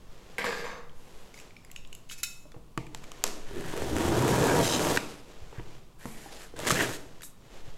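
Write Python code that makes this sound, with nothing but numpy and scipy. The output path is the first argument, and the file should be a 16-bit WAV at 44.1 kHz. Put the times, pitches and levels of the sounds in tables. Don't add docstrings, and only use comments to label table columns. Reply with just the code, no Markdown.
import sys
import numpy as np
from scipy import signal
from scipy.fft import rfft, irfft
from scipy.io import wavfile

SR = 44100
rng = np.random.default_rng(int(sys.argv[2]) if len(sys.argv) > 2 else 0)


def generate_wav(sig):
    pcm = np.round(np.clip(np.atleast_2d(sig).T, -1, 1) * 32767).astype(np.int16)
    wavfile.write(sys.argv[1], SR, pcm)


N = 342657
T = np.arange(N) / SR
RING_T = T[:SR * 3 // 4]

# (frequency [Hz], level [dB])
AIR_SPECTRUM = [(20, -13), (40, 0.5), (75, -13.5), (150, -8.5), (220, -15), (560, -24), (800, -26.5),
                (1070, -23.5), (1600, -36), (3000, -35.5), (7000, -39.5), (15000, -45.5)]
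AIR_DB, HEAVE_DB = -55, -43.5
# (time [s], length [s], level [dB])
LEANS = [(3.24, 0.75, -35)]
# (time [s], length [s], level [dB])
RUSTLES = [(-.1, 0.49, -56.5), (.85, 0.62, -56.5), (1.5, 0.67, -65.5), (2.85, 0.59, -52),
           (5.1, 0.65, -55.5), (6.4, 0.76, -57.5), (7.35, 0.53, -54)]
# (frequency [Hz], level [dB])
CLOTH_SPECTRUM = [(400, 18), (1100, 8), (2000, 5.5), (3100, 5), (5000, 0), (7300, -1), (9000, -10),
                  (13000, -10.5), (15500, -75)]
# (time [s], length [s], level [dB])
SWISHES = [(0.94, 0.34, -70.5), (5.98, 0.065, -60), (6.05, 0.21, -59), (6.31, 0.073, -70),
           (6.39, 0.06, -65), (7.225, 0.024, -46.5)]
# (frequency [Hz], level [dB])
HISS_SPECTRUM = [(3000, -14), (7500, 8), (9500, 6), (12000, 7), (14000, -2), (15500, -25)]
# (time [s], length [s], level [dB])
SCUFFS = [(5.0, 0.11, -48), (5.99, 0.15, -55.5), (6.16, 0.13, -53), (6.31, 0.017, -50.5),
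          (6.39, 0.057, -57.5)]
# (frequency [Hz], level [dB])
TAPE_SPECTRUM = [(350, 11), (800, 5.5), (1200, 1.5), (1800, 0.5), (3000, 0), (5000, -1.5), (7500, -6.5),
                 (9500, -8.5), (12000, -12), (15500, -32)]
# (time [s], pitch [Hz], level [dB])
BACK_SCRAPE_PATH = [(5.98, 1510, -66), (6.02, 1710, -59), (6.12, 2300, -61), (6.2, 1900, -60),
                    (6.29, 1800, -58), (6.33, 2420, -73), (6.37, 2000, -64), (6.44, 1700, -54),
                    (6.49, 1600, -68)]
# (time [s], pitch [Hz], level [dB])
BACK_WHISPER_PATH = [(6.14, 7000, -66), (6.21, 7300, -62), (6.29, 6950, -63), (6.35, 7350, -63),
                     (6.39, 7260, -60), (6.45, 7400, -59), (6.49, 7400, -76)]
# (time [s], pitch [Hz], level [dB])
PALM_PATH = [(5.54, 1590, -62), (5.595, 1730, -55), (5.66, 1650, -70)]

# (time [s], level [dB], rattle pitch [Hz], steel tick against the knock [dB])
CLATTER_HITS = [(0.3827, -7, 2220, -12.5), (0.393, -12, 2000, -25), (0.4429, -6.5, 1120, -15.5),
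                (0.4551, -22, 1240, -1), (0.4676, -13.5, 1620, -25), (0.482, -21, 1630, -16),
                (0.643, -17, 1060, -17), (0.677, -30, 1140, -22)]
BOUNCE_S, BOUNCE_DB = 0.0099, -5
# (frequency [Hz], level [dB])
SURFACE_SPECTRUM = [(88, -49), (150, -8), (364, -8), (486, 0.5), (714, -8), (1200, -4.5), (1400, -23),
                    (1670, 0), (3150, -14), (4720, -14.5), (8580, -35), (11700, -50), (15000, -48)]
# (frequency [Hz], level [dB], t60 [s])
SURFACE_RING = [(467, -2, 0.13), (1164, -2.5, 0.083), (1594, 1, 0.13), (1980, -14, .06),
                (2620, -0.5, 0.057)]
# (time [s], length [s], level at onset [dB])
SLIDE_STROKES = [(0.383, 0.017, -36), (0.441, 0.17, -35.5), (0.645, 0.09, -45.5)]
GRIT_DB = -20
# (frequency [Hz], level [dB], t60 [s])
SLIDING_BLADES = [(3620, -1, .03), (4780, 0, .045), (6250, 1, .06), (7150, -2, .06), (7800, -3, .045),
                  (11600, -9, .05), (13000, -13, .05)]
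WAVER, WAVER_PER_S = .012, 45
# (time [s], pitch [Hz], level [dB])
SQUEAK_PATH = [(0.385, 2180, -51), (0.42, 2150, -37), (0.44, 1930, -57), (0.48, 1650, -56),
               (0.52, 1660, -40), (0.58, 1480, -76), (0.67, 1180, -44.5), (0.82, 1110, -57)]
OVERTONE, OVERTONE_DB = 1.43, -7

# (time [s], level [dB], contact pitch [Hz], joint against contact [dB], top of the click [Hz])
CLICKS = [(0.895, -33, 3170, -20, 5000), (1.342, -24, 2180, -20, 9000), (1.376, -25.5, 2070, -16, 11000),
          (1.389, -26, 2580, -12, 10000), (1.400, -23.5, 2410, -5, 12000), (1.507, -30, 2120, -15, 4000),
          (1.566, -23, 2330, -25, 5560), (1.648, -27.5, 2140, -2, 13000), (1.701, -31, 2100, -25, 3000),
          (1.7148, -22, 2600, 3, 14000), (1.7616, -14.5, 2870, -6, 7400), (1.8491, -27.5, 2950, -18, 4500),
          (1.8735, -33, 3830, 9, 10000), (1.9283, -18.5, 2900, -1, 8450), (1.95, -21.5, 2820, 6, 11000),
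          (2.098, -18, 2930, -19, 7000), (2.112, -19, 1430, -11, 13000), (2.125, -28, 3640, 10, 13000),
          (2.2322, -5, 2630, 6, 13000), (2.2465, -14, 3700, 10, 13000), (2.5188, -29.5, 1510, -15, 9000),
          (7.208, -26.5, 1445, -16, 9000), (7.22, -21.5, 2040, -5, 12000), (7.233, -19.5, 1650, -8, 12100)]
CONTACT_OVERTONE = 2.3
# (frequency [Hz], level [dB], t60 [s])
BLADE_RING = [(1405, -8, .18), (2530, 1, .1), (2585, -4, .4), (2930, -5, .12), (3682, -1, .28),
              (3950, -6, .3), (5426, -4, .42), (6170, -6, .2), (6500, 0, .17), (6810, 0, .15),
              (7210, -6, .36), (7290, -7, .13), (7900, -4, .16), (9900, -7, .15), (10400, -7, .14),
              (11120, -11, .2), (11280, -10, .2), (12270, -13, .18), (12990, -11, .18)]
RING_DB_PER_DB = 0.75
# (frequency [Hz], level [dB])
JOINT_SPECTRUM = [(700, -51), (1500, -18), (2600, -17), (4500, -36), (5600, -11), (7200, 11.5),
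                  (8800, -4.5), (10600, 4), (12700, 3), (15500, 0)]
# (frequency [Hz], level [dB])
STEEL_SPECTRUM = [(900, -60), (1450, -3), (1900, -2.5), (2300, 3.5), (2900, -3.5), (4200, 0), (7000, 2),
                  (9000, -4), (11500, -2.5), (15500, -14)]
# (time [s], length [s], level [dB])
SHEAR_STROKES = [(1.335, 0.079, -59), (2.088, 0.021, -50), (2.112, 0.023, -43), (2.175, 0.029, -49.5),
                 (2.23, 0.0064, -27.5), (7.215, 0.021, -61)]
# (time [s], length [s], level at onset [dB])
SING_STROKES = [(4.628, 0.12, -32)]
# (frequency [Hz], level [dB], t60 [s])
SEAM_BLADE = [(3180, -1, .016), (3790, -4, .012), (4030, -3, .018), (4830, -6, .012), (5310, -1, .012),
              (6120, 0, .018), (6650, -3, .014), (7470, -3, .014), (8400, -4, .008), (9050, -7, .012),
              (10600, -13, .008), (13200, -12, .006)]

# (time [s], level [dB], decay time of the push [ms], panel pitch [Hz])
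BOX_KNOCKS = [(2.455, -28, 2, 590), (2.543, -26, 0.4, 470), (2.564, -19, 4.3, 115), (2.7763, -8, 0.86, 327),
              (2.7811, -11, 2.1, 154), (3.2402, -9, 0.39, 472), (5.419, -16.5, 56, 78),
              (5.527, -21, 1.3, 451), (5.583, -11.5, 6.6, 120), (5.596, -17.5, 0.57, 350),
              (6.0555, -11, 0.82, 241), (6.26, -20.5, 1.6, 807), (6.539, -20, 2.5, 461),
              (6.594, -16, 0.84, 623), (6.672, -9.5, 0.29, 610), (6.7213, -1.5, 1.1, 168),
              (6.729, -14, 0.36, 320), (7.679, -17.5, 14, 108)]
# (frequency [Hz], level [dB])
BOX_SPECTRUM = [(50, 2.5), (80, -31), (140, 4.5), (200, -42), (290, -6.5), (420, -10), (850, 0.5),
                (1500, -6.5), (3000, -7.5), (5000, -34), (7000, -42), (14000, -62)]
# (frequency [Hz], level [dB], t60 [s])
PANEL_RING = [(286, 0, .13), (335, -3, .09), (436, -3, .09), (476, -1, .11), (590, -4, .07), (647, -3, .07),
              (935, -1, .08)]

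# (time [s], level [dB], board jolt against the snap [dB], board pitch [Hz])
TAPE_SNAPS = [(2.7762, -18.5, 11, 1130), (2.8673, -36.5, 10, 2420), (2.9475, -16, -1.5, 900),
              (2.9745, -33, -8, 1200), (3.0367, -35, 9, 1085), (3.0406, -28.5, 2, 2340),
              (3.118, -21, -2, 1090), (3.2396, 3.5, -8.5, 1120), (3.266, -13, -14, 1200),
              (3.277, -16, -14, 1200), (4.956, -17, -20, 1696), (4.963, -11, 2, 1700),
              (4.9727, -9.5, 9.5, 1580), (4.9735, -12, 14.5, 1860), (6.0567, -26.5, 0, 1500),
              (6.566, -27, -4, 1500), (6.591, -18.5, -3, 2650), (6.601, -20, -5, 1800),
              (6.663, -20, 5, 2130), (6.651, -24, 13, 1130), (6.698, -5, -13, 1520),
              (6.7056, -3.5, 9, 1240), (6.7136, -3, -9, 1400), (6.728, -21, 12, 1380),
              (6.744, -12, -7, 1220), (6.7569, -17.5, 12.5, 1700)]
# (time [s], length [s], level [dB], board jolt against the snaps [dB])
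TAPE_RIPS = [(6.67, .019, -9.5, 2), (6.712, .009, -6.5, -20)]
RIP_GAP_S, RIP_HZ = .0035, 2000
# (frequency [Hz], level [dB])
FILM_SPECTRUM = [(300, -1.5), (1100, -2), (2200, -7), (3400, -1), (5100, -4), (7400, 2), (9500, -6.5),
                 (12000, -8.5), (15500, -24)]
# (frequency [Hz], level [dB])
BOARD_SPECTRUM = [(120, -3), (300, 3.5), (550, -6), (1100, -5.5), (1650, 0.5), (2200, -1.5), (3200, -5),
                  (6000, -19)]
# (frequency [Hz], level [dB])
SPRAY_SPECTRUM = [(300, 10), (1100, -1.5), (2200, -4), (4000, -2), (7200, -0.5), (9500, -8.5), (12000, -8),
                  (15500, -26)]

# (time [s], effort of the stroke [dB], bite into the board [dB])
LONG_STROKE = [(3.46, -35, 5), (3.56, -23, 1.5), (3.75, -16, 2), (3.96, -10.5, 0.5), (4.12, -5.5, 2),
               (4.419, -3, 0.5), (4.52, 1, 0), (4.605, -0.5, 0.5), (4.635, 0.5, -9), (4.771, -2.5, -2.5),
               (4.87, 0, -2.5), (4.97, -2, -2.5)]
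# (time [s], effort of the stroke [dB], bite into the board [dB])
END_STROKE = [(6.56, -30.5, 5), (6.6, -15.5, -2), (6.645, -14, 0.5), (6.71, 4, -11.5), (6.745, -3.5, -8),
              (6.8, -0.5, -6), (6.91, -7, -3), (6.97, -11.5, -41)]
# (level [dB], per effort [dB per dB], per bite [dB per dB])
BOOM_FOLLOW = (-35.5, 0.7, 1.25)
DRUM_FOLLOW = (-27, 1.034, 1)
RASP_FOLLOW = (-38, 0.54, 0.24)
FILM_FOLLOW = (-37.5, 0.81, 0)
FIBRE_FOLLOW = (-39, 0.8, 0.6)
# (frequency [Hz], level [dB])
BOOM_SPECTRUM = [(45, -21), (62, 1), (80, 0.5), (120, 1), (160, 5), (215, -9), (400, -36)]
DRUM_SPECTRUM = [(130, -19), (210, -6.5), (290, 5), (380, 0), (470, 0.5), (620, -4.5), (800, -4),
                 (950, -6.5), (1300, -12.5), (2500, -39)]
RASP_SPECTRUM = [(600, -17.5), (1200, -0.5), (1700, 5), (2400, -2), (3200, -0.5), (5000, -9.5)]
CRACKLE_SPECTRUM = [(1800, -16), (3200, -1), (4800, -2), (6800, 0), (8200, -2), (9500, -6.5), (11500, -6),
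                    (13500, -11), (15500, -21)]
# (frequency [Hz], level [dB], t60 [s])
LID_RING = [(77, -9, .2), (98, -7, .15), (118, -2, .22), (148, 0, .3), (165, -5, .18)]
FLUTE_HZ, FLUTE_GROWTH, FLUTE_JITTER, FLUTE_SHARE = 159.4, .6, .13, 0.66
FIBRES_PER_S, FIBRE_SPREAD_DB = 130, 5
# (time [s], pitch [Hz], level [dB])
LID_TRAVEL = [(3.8, 85, -48), (3.93, 89, -37), (4.06, 95, -35.5), (4.19, 131, -29.5), (4.33, 137, -29),
              (4.44, 150, -32), (4.5, 156, -37), (4.6, 151, -27), (4.69, 150, -46)]
# (time [s], pitch [Hz], level [dB])
FLAP_TRAVEL = [(3.49, 424, -57), (3.58, 360, -38), (3.66, 390, -51), (3.74, 400, -48), (3.87, 387, -37),
               (3.97, 293, -34), (4.1, 350, -37), (4.25, 368, -33), (4.43, 475, -33), (4.51, 300, -32.5),
               (4.68, 274, -43.5), (4.8, 283, -30), (4.88, 300, -48)]
# (time [s], pitch [Hz], level [dB])
LONG_CROAK_PATH = [(4.03, 1150, -55), (4.12, 1520, -42), (4.25, 1600, -48), (4.45, 1670, -40),
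                   (4.52, 1600, -33.5), (4.6, 1700, -48), (4.63, 1720, -60)]
END_CROAK_PATH = [(6.752, 1650, -48), (6.758, 1720, -36), (6.776, 1850, -34.5), (6.784, 2160, -31.5),
                  (6.81, 1740, -25), (6.828, 1720, -42), (6.85, 1630, -34), (6.875, 1565, -56)]
# (time [s], level before SNAG_DB is added [dB], panel pitch [Hz])
FIBRE_SNAGS = [(3.511, -25.5, 422), (3.738, -18.5, 390), (3.821, -15.5, 444), (3.966, -16, 310),
               (4.015, -17, 697), (4.081, -10, 338), (4.183, -18, 460), (4.249, -9.5, 345),
               (4.31, -15, 402), (4.385, -19, 463), (4.541, -16, 298), (4.591, -11, 392), (4.601, -9, 657)]
SNAG_DB, CRUNCH_DB = 10, -13


def undb(db):
    return 10 ** (np.asarray(db) / 20)


def unit(response):
    return response / np.sqrt(np.sum(response ** 2))


def steady(x):
    return x / np.std(x)


def through(x, response):
    return signal.fftconvolve(x, response)[:len(x)]


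def add(track, s, sound):
    start = int(s * SR)
    track[..., start:start + sound.shape[-1]] += sound[..., :N - start]


def band(x, lo_hz, hi_hz):
    return signal.sosfilt(signal.butter(2, [lo_hz, hi_hz], "band", fs=SR, output="sos"), x)


def fade(t60):
    return np.exp(-np.log(1000) * RING_T / t60)


def colour(points):
    hz, db = np.transpose(points)
    size = len(RING_T)
    octaves = np.log2(np.maximum(np.fft.rfftfreq(size, 1 / SR), 1))
    outside = np.abs(octaves - np.clip(octaves, np.log2(hz[0]), np.log2(hz[-1])))
    spectrum_db = np.interp(octaves, np.log2(hz), db) - 10 * outside
    cepstrum = irfft(np.log(undb(spectrum_db)), size)
    cepstrum[1:size // 2] *= 2
    cepstrum[size // 2:] = 0
    return unit(irfft(np.exp(rfft(cepstrum)), size))


def ping(hz, t60):
    return unit(np.sin(2 * np.pi * hz * RING_T) * fade(t60))


def ring(modes, scatter_db=0):
    out = np.zeros(len(RING_T))
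    for hz, db, t60 in modes:
        gain = rng.choice([-1, 1]) * undb(db + scatter_db * rng.standard_normal())
        out += gain * fade(t60) * np.sin(2 * np.pi * hz * RING_T)
    return unit(out)


def burst(t60):
    return unit(rng.standard_normal(len(RING_T)) * fade(t60))


def slips(per_s, spread_db):
    size = undb(spread_db * np.minimum(rng.exponential(size=N), np.pi))
    return steady((rng.random(N) < per_s / SR) * size * rng.choice([-1, 1], N))


def strokes(rows, attack_s, release_s, slope_db_per_s=0):
    out = np.zeros(N)
    for s, length, db in rows:
        age = T - s
        attack = np.clip(age / attack_s, 0, 1)
        hold = undb(db + slope_db_per_s * np.clip(age, 0, length))
        out += attack * hold * np.exp(-np.maximum(age - length, 0) / release_s)
    return out


def wander(per_s):
    values = rng.standard_normal(N // 100)
    return 1.2 * np.interp(T * per_s, np.arange(len(values)), values)


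def glide(x, hz, width_hz):
    turn = np.exp(2j * np.pi * np.cumsum(hz) / SR)
    pole = np.exp(-np.pi * width_hz / SR)
    return steady(np.imag(turn * signal.lfilter([1], [1, -pole], x / turn)))


def follow(path):
    s, hz, db = np.transpose(path)
    gain = undb(np.interp(T, s, db)) * (T >= s[0]) * (T <= s[-1])
    return np.interp(T, s, hz), gain


def croak(path, slips_per_s, width_hz):
    pitch, gain = follow(path)
    jerks = band(slips(slips_per_s, spread_db=-1.5), lo_hz=.6 * pitch.min(), hi_hz=1.95 * pitch.max())
    voice = glide(jerks, pitch, width_hz)
    voice += undb(OVERTONE_DB) * glide(jerks, OVERTONE * pitch, 2 * width_hz)
    return gain * voice


def wavering(x, modes, shift_db):
    out = np.zeros(N)
    for hz, db, t60 in modes:
        gain = undb(db + shift_db * np.tanh(wander(WAVER_PER_S / 2)))
        pitch = hz * (1 + WAVER * wander(WAVER_PER_S))
        out += gain * glide(x, pitch, width_hz=np.log(1000) / (np.pi * t60))
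    return steady(out)


def background():
    air = steady(through(rng.standard_normal(N), colour(AIR_SPECTRUM)))
    heave = steady(band(rng.standard_normal(N), lo_hz=3.64, hi_hz=9.15))
    heave_gain = undb(HEAVE_DB) + strokes(LEANS, attack_s=0.043, release_s=0.11)
    return undb(AIR_DB) * air + heave_gain * heave


def rubbing():
    cloth = steady(through(slips(per_s=6000, spread_db=3.5), colour(CLOTH_SPECTRUM)))
    hiss = steady(through(slips(per_s=4300, spread_db=2.0), colour(HISS_SPECTRUM)))
    scuff = steady(through(slips(per_s=2500, spread_db=-0.5), colour(TAPE_SPECTRUM)))
    rubs = strokes(RUSTLES, attack_s=0.23, release_s=0.11) * cloth
    rubs += strokes(SWISHES, attack_s=0.014, release_s=0.034) * hiss
    rubs += strokes(SCUFFS, attack_s=0.018, release_s=0.085) * scuff
    scrapes = croak(BACK_SCRAPE_PATH, slips_per_s=750, width_hz=390)
    scrapes += croak(BACK_WHISPER_PATH, slips_per_s=1600, width_hz=700)
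    scrapes += croak(PALM_PATH, slips_per_s=700, width_hz=340)
    pressure = undb(1.3 * wander(per_s=16))
    return scrapes + pressure * rubs


def pickup():
    body = unit(colour(SURFACE_SPECTRUM) + undb(-5.5) * ring(SURFACE_RING))
    scrape = steady(through(slips(per_s=700, spread_db=3.5), body))
    gritty_steel = colour(STEEL_SPECTRUM) + undb(-6) * ring(BLADE_RING)
    grit = steady(through(slips(per_s=1000, spread_db=6), gritty_steel))
    whine = wavering(slips(per_s=690, spread_db=1.5), SLIDING_BLADES, shift_db=9.0)
    out = strokes(SLIDE_STROKES, attack_s=0.002, release_s=0.045, slope_db_per_s=-48) * scrape
    grit_gain = strokes(SLIDE_STROKES, attack_s=0.0018, release_s=0.0068, slope_db_per_s=-4)
    out += undb(GRIT_DB) * grit_gain * grit
    whine_gain = strokes(SLIDE_STROKES, attack_s=0.0036, release_s=0.022, slope_db_per_s=-12)
    out += undb(-15.0) * whine_gain * whine
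    for s, db, hz, tick_db in CLATTER_HITS:
        for bounce in range(2):
            tick = unit(through(burst(t60=0.027), colour(HISS_SPECTRUM)))
            knock = through(burst(t60=0.036), body) + undb(1.0) * ping(hz, t60=0.011)
            add(out, s, undb(db + bounce * BOUNCE_DB) * (knock + undb(tick_db) * tick))
            s += BOUNCE_S * rng.uniform(.6, 1.4)
    return out


def scissors():
    out = np.zeros(N)
    for s, db, hz, joint_db, top_hz in CLICKS:
        tap = unit(through(burst(t60=.012), ping(hz, t60=.006)))
        rub = through(burst(t60=.015), colour(STEEL_SPECTRUM))
        tone = ping(hz, t60=.03) + ping(CONTACT_OVERTONE * hz, t60=.06)
        contact = unit(tap + .5 * rub + .35 * tone)
        joint = unit(through(burst(t60=0.012), colour(JOINT_SPECTRUM)))
        click = unit(band(contact + undb(joint_db) * joint, lo_hz=1560, hi_hz=top_hz))
        blades = undb(RING_DB_PER_DB * db) * ring(BLADE_RING, scatter_db=1.5)
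        add(out, s, undb(db) * (click + blades))
    steel = unit(colour(STEEL_SPECTRUM) + undb(-2.5) * ring(BLADE_RING))
    shear = steady(through(slips(per_s=2200, spread_db=2.0), steel))
    out += strokes(SHEAR_STROKES, attack_s=0.0065, release_s=0.0081) * shear
    chatter = slips(per_s=900, spread_db=-1.0)
    rattle = steady(through(chatter, colour(STEEL_SPECTRUM) + colour(JOINT_SPECTRUM)))
    song = steady(wavering(chatter, SEAM_BLADE, shift_db=3.0) + 0.28 * rattle)
    return out + strokes(SING_STROKES, attack_s=0.0064, release_s=0.022, slope_db_per_s=17) * song


def knocks():
    out = np.zeros(N)
    for s, db, push_ms, hz in BOX_KNOCKS:
        push = RING_T * fade(push_ms / 1000)
        body = colour(BOX_SPECTRUM) + undb(6.0) * through(burst(t60=0.022), colour(BOX_SPECTRUM))
        body += undb(1.0) * ring(PANEL_RING, scatter_db=3.5)
        add(out, s, undb(db) * (unit(through(body, push)) + undb(1) * ping(hz, t60=0.052)))
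    return out


def bend(response, lag_ms):
    khz = np.fft.rfftfreq(len(response), 1 / SR) / 1000
    return irfft(rfft(response) * np.exp(-2j * np.pi * 2 * lag_ms * np.sqrt(khz)), len(response))


def snap(board_db, hz):
    film = bend(colour(FILM_SPECTRUM), lag_ms=0.861 * rng.uniform(0.53, 1.467))
    fibres = through(burst(t60=0.015), colour(FILM_SPECTRUM))
    board = unit(ping(hz, t60=0.019) + 0.89 * through(burst(t60=0.023), colour(BOARD_SPECTRUM)))
    direct = film + undb(-6.0) * fibres + undb(board_db) * board
    to_walls = colour(SPRAY_SPECTRUM) + undb(board_db - 4) * colour(BOARD_SPECTRUM)
    return np.array([direct, to_walls])


def snaps():
    out = np.zeros((2, N))
    for s, db, board_db, hz in TAPE_SNAPS:
        add(out, s, undb(db) * snap(board_db, hz))
    for start, length, db, board_db in TAPE_RIPS:
        for s in np.arange(start, start + length, RIP_GAP_S):
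            late, pitch = rng.standard_normal(2)
            add(out, s + RIP_GAP_S * late / 4, undb(db) * snap(board_db, RIP_HZ * np.exp(.1 * pitch)))
    return out


def swell(stroke, law):
    s, effort, bite = np.transpose(stroke)
    db, per_effort, per_bite = law
    gain = undb(np.interp(T, s, db + per_effort * effort + per_bite * bite))
    return gain * (T >= s[0]) * (T <= s[-1])


def flutes(stroke):
    s, effort, _ = np.transpose(stroke)
    unevenness = steady(band(rng.standard_normal(N), lo_hz=8.04, hi_hz=60.3))
    speed = undb(FLUTE_GROWTH * np.interp(T, s, effort))
    hz = FLUTE_HZ * speed * np.exp(FLUTE_JITTER * unevenness)
    bumps = np.diff(np.floor(np.cumsum(hz) / SR), prepend=0)
    return (bumps - hz / SR) * np.sqrt(SR / hz)


def travelling(x, modes, shift_db):
    out = np.zeros(N)
    for hz, db, t60 in modes:
        place = steady(band(rng.standard_normal(N), lo_hz=2, hi_hz=9))
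        out += undb(db + shift_db * np.tanh(place)) * through(x, ping(hz, t60))
    return steady(out)


def cut(stroke, catches_per_s, tears_per_s, spread_db):
    catches = slips(catches_per_s, spread_db=0.5)
    jerk = steady(through(np.abs(catches), fade(t60=0.17)))
    tearing = np.sqrt(np.abs(jerk) + .5)
    drag = steady(catches + 0.97 * slips(per_s=1400, spread_db=2.5))
    bumps = FLUTE_SHARE * flutes(stroke)
    boom = steady(through(bumps + 0.75 * drag, colour(BOOM_SPECTRUM)))
    boom += 0.29 * travelling(drag, LID_RING, shift_db=4)
    drum = steady(through(0.59 * bumps + drag, colour(DRUM_SPECTRUM)))
    drum += 0.43 * travelling(drag, PANEL_RING, shift_db=9)
    board_tears = steady(tearing * slips(tears_per_s, spread_db))
    rasp = steady(through(.5 * catches + board_tears, colour(RASP_SPECTRUM)))
    film = steady(through(tearing * slips(tears_per_s, spread_db), colour(CRACKLE_SPECTRUM)))
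    fibre_body = colour(BOARD_SPECTRUM) + .5 * colour(CRACKLE_SPECTRUM)
    fibres = steady(through(tearing * slips(FIBRES_PER_S, FIBRE_SPREAD_DB), fibre_body))
    out = swell(stroke, BOOM_FOLLOW) * boom + swell(stroke, DRUM_FOLLOW) * drum
    out += swell(stroke, RASP_FOLLOW) * rasp + swell(stroke, FILM_FOLLOW) * film
    return out + swell(stroke, FIBRE_FOLLOW) * fibres


def panel(path, jerks_per_s, width_hz):
    pitch, gain = follow(path)
    jerks = band(slips(jerks_per_s, spread_db=1.5), lo_hz=0.59 * pitch.min(), hi_hz=1.4 * pitch.max())
    return gain * glide(jerks, pitch, width_hz)


def jolts():
    out = np.zeros(N)
    for s, db, hz in FIBRE_SNAGS:
        fibre_body = colour(BOARD_SPECTRUM) + .5 * colour(FILM_SPECTRUM)
        crunch = unit(through(burst(t60=0.027), fibre_body))
        thump = unit(colour(DRUM_SPECTRUM) + ping(hz, t60=0.083))
        add(out, s, undb(db + SNAG_DB) * (thump + undb(CRUNCH_DB) * crunch))
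    return out


def room(t60_low, t60_mid, t60_high):
    noise = rng.standard_normal(len(RING_T))
    tail = band(noise, 70, 700) * fade(t60_low)
    tail -= band(noise, 700, 5000) * fade(t60_mid)
    tail += band(noise, 5000, 16000) * fade(t60_high)
    return unit(tail * np.clip((RING_T - .003) / 0.01, 0, 1))


def scene():
    walls = room(t60_low=0.83, t60_mid=0.48, t60_high=0.52)
    quiet = background() + rubbing()
    hidden = pickup() + croak(SQUEAK_PATH, slips_per_s=550, width_hz=290)
    steel = scissors()
    blows = knocks() + jolts()
    cracks, spray = snaps()
    cuts = cut(LONG_STROKE, catches_per_s=130, tears_per_s=2600, spread_db=-3.0)
    cuts += croak(LONG_CROAK_PATH, slips_per_s=250, width_hz=110)
    cuts += cut(END_STROKE, catches_per_s=100, tears_per_s=1600, spread_db=-1.0)
    cuts += croak(END_CROAK_PATH, slips_per_s=350, width_hz=170)
    cuts += panel(LID_TRAVEL, jerks_per_s=300, width_hz=22)
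    cuts += panel(FLAP_TRAVEL, jerks_per_s=300, width_hz=67)
    send = undb(-4.5) * hidden + undb(-11.0) * steel + undb(-8.0) * blows
    send += undb(-11.0) * cuts + undb(-10) * spray
    mono = hidden + steel + blows + cracks + cuts + through(send, walls) + quiet
    return np.array([mono, mono])


def record(dry):
    rounded = .75 * np.tanh(dry / .75)
    return signal.sosfilt(signal.ellip(8, .2, 70, 15800, fs=SR, output="sos"), rounded)


dry = scene()
out = record(dry)
generate_wav(out)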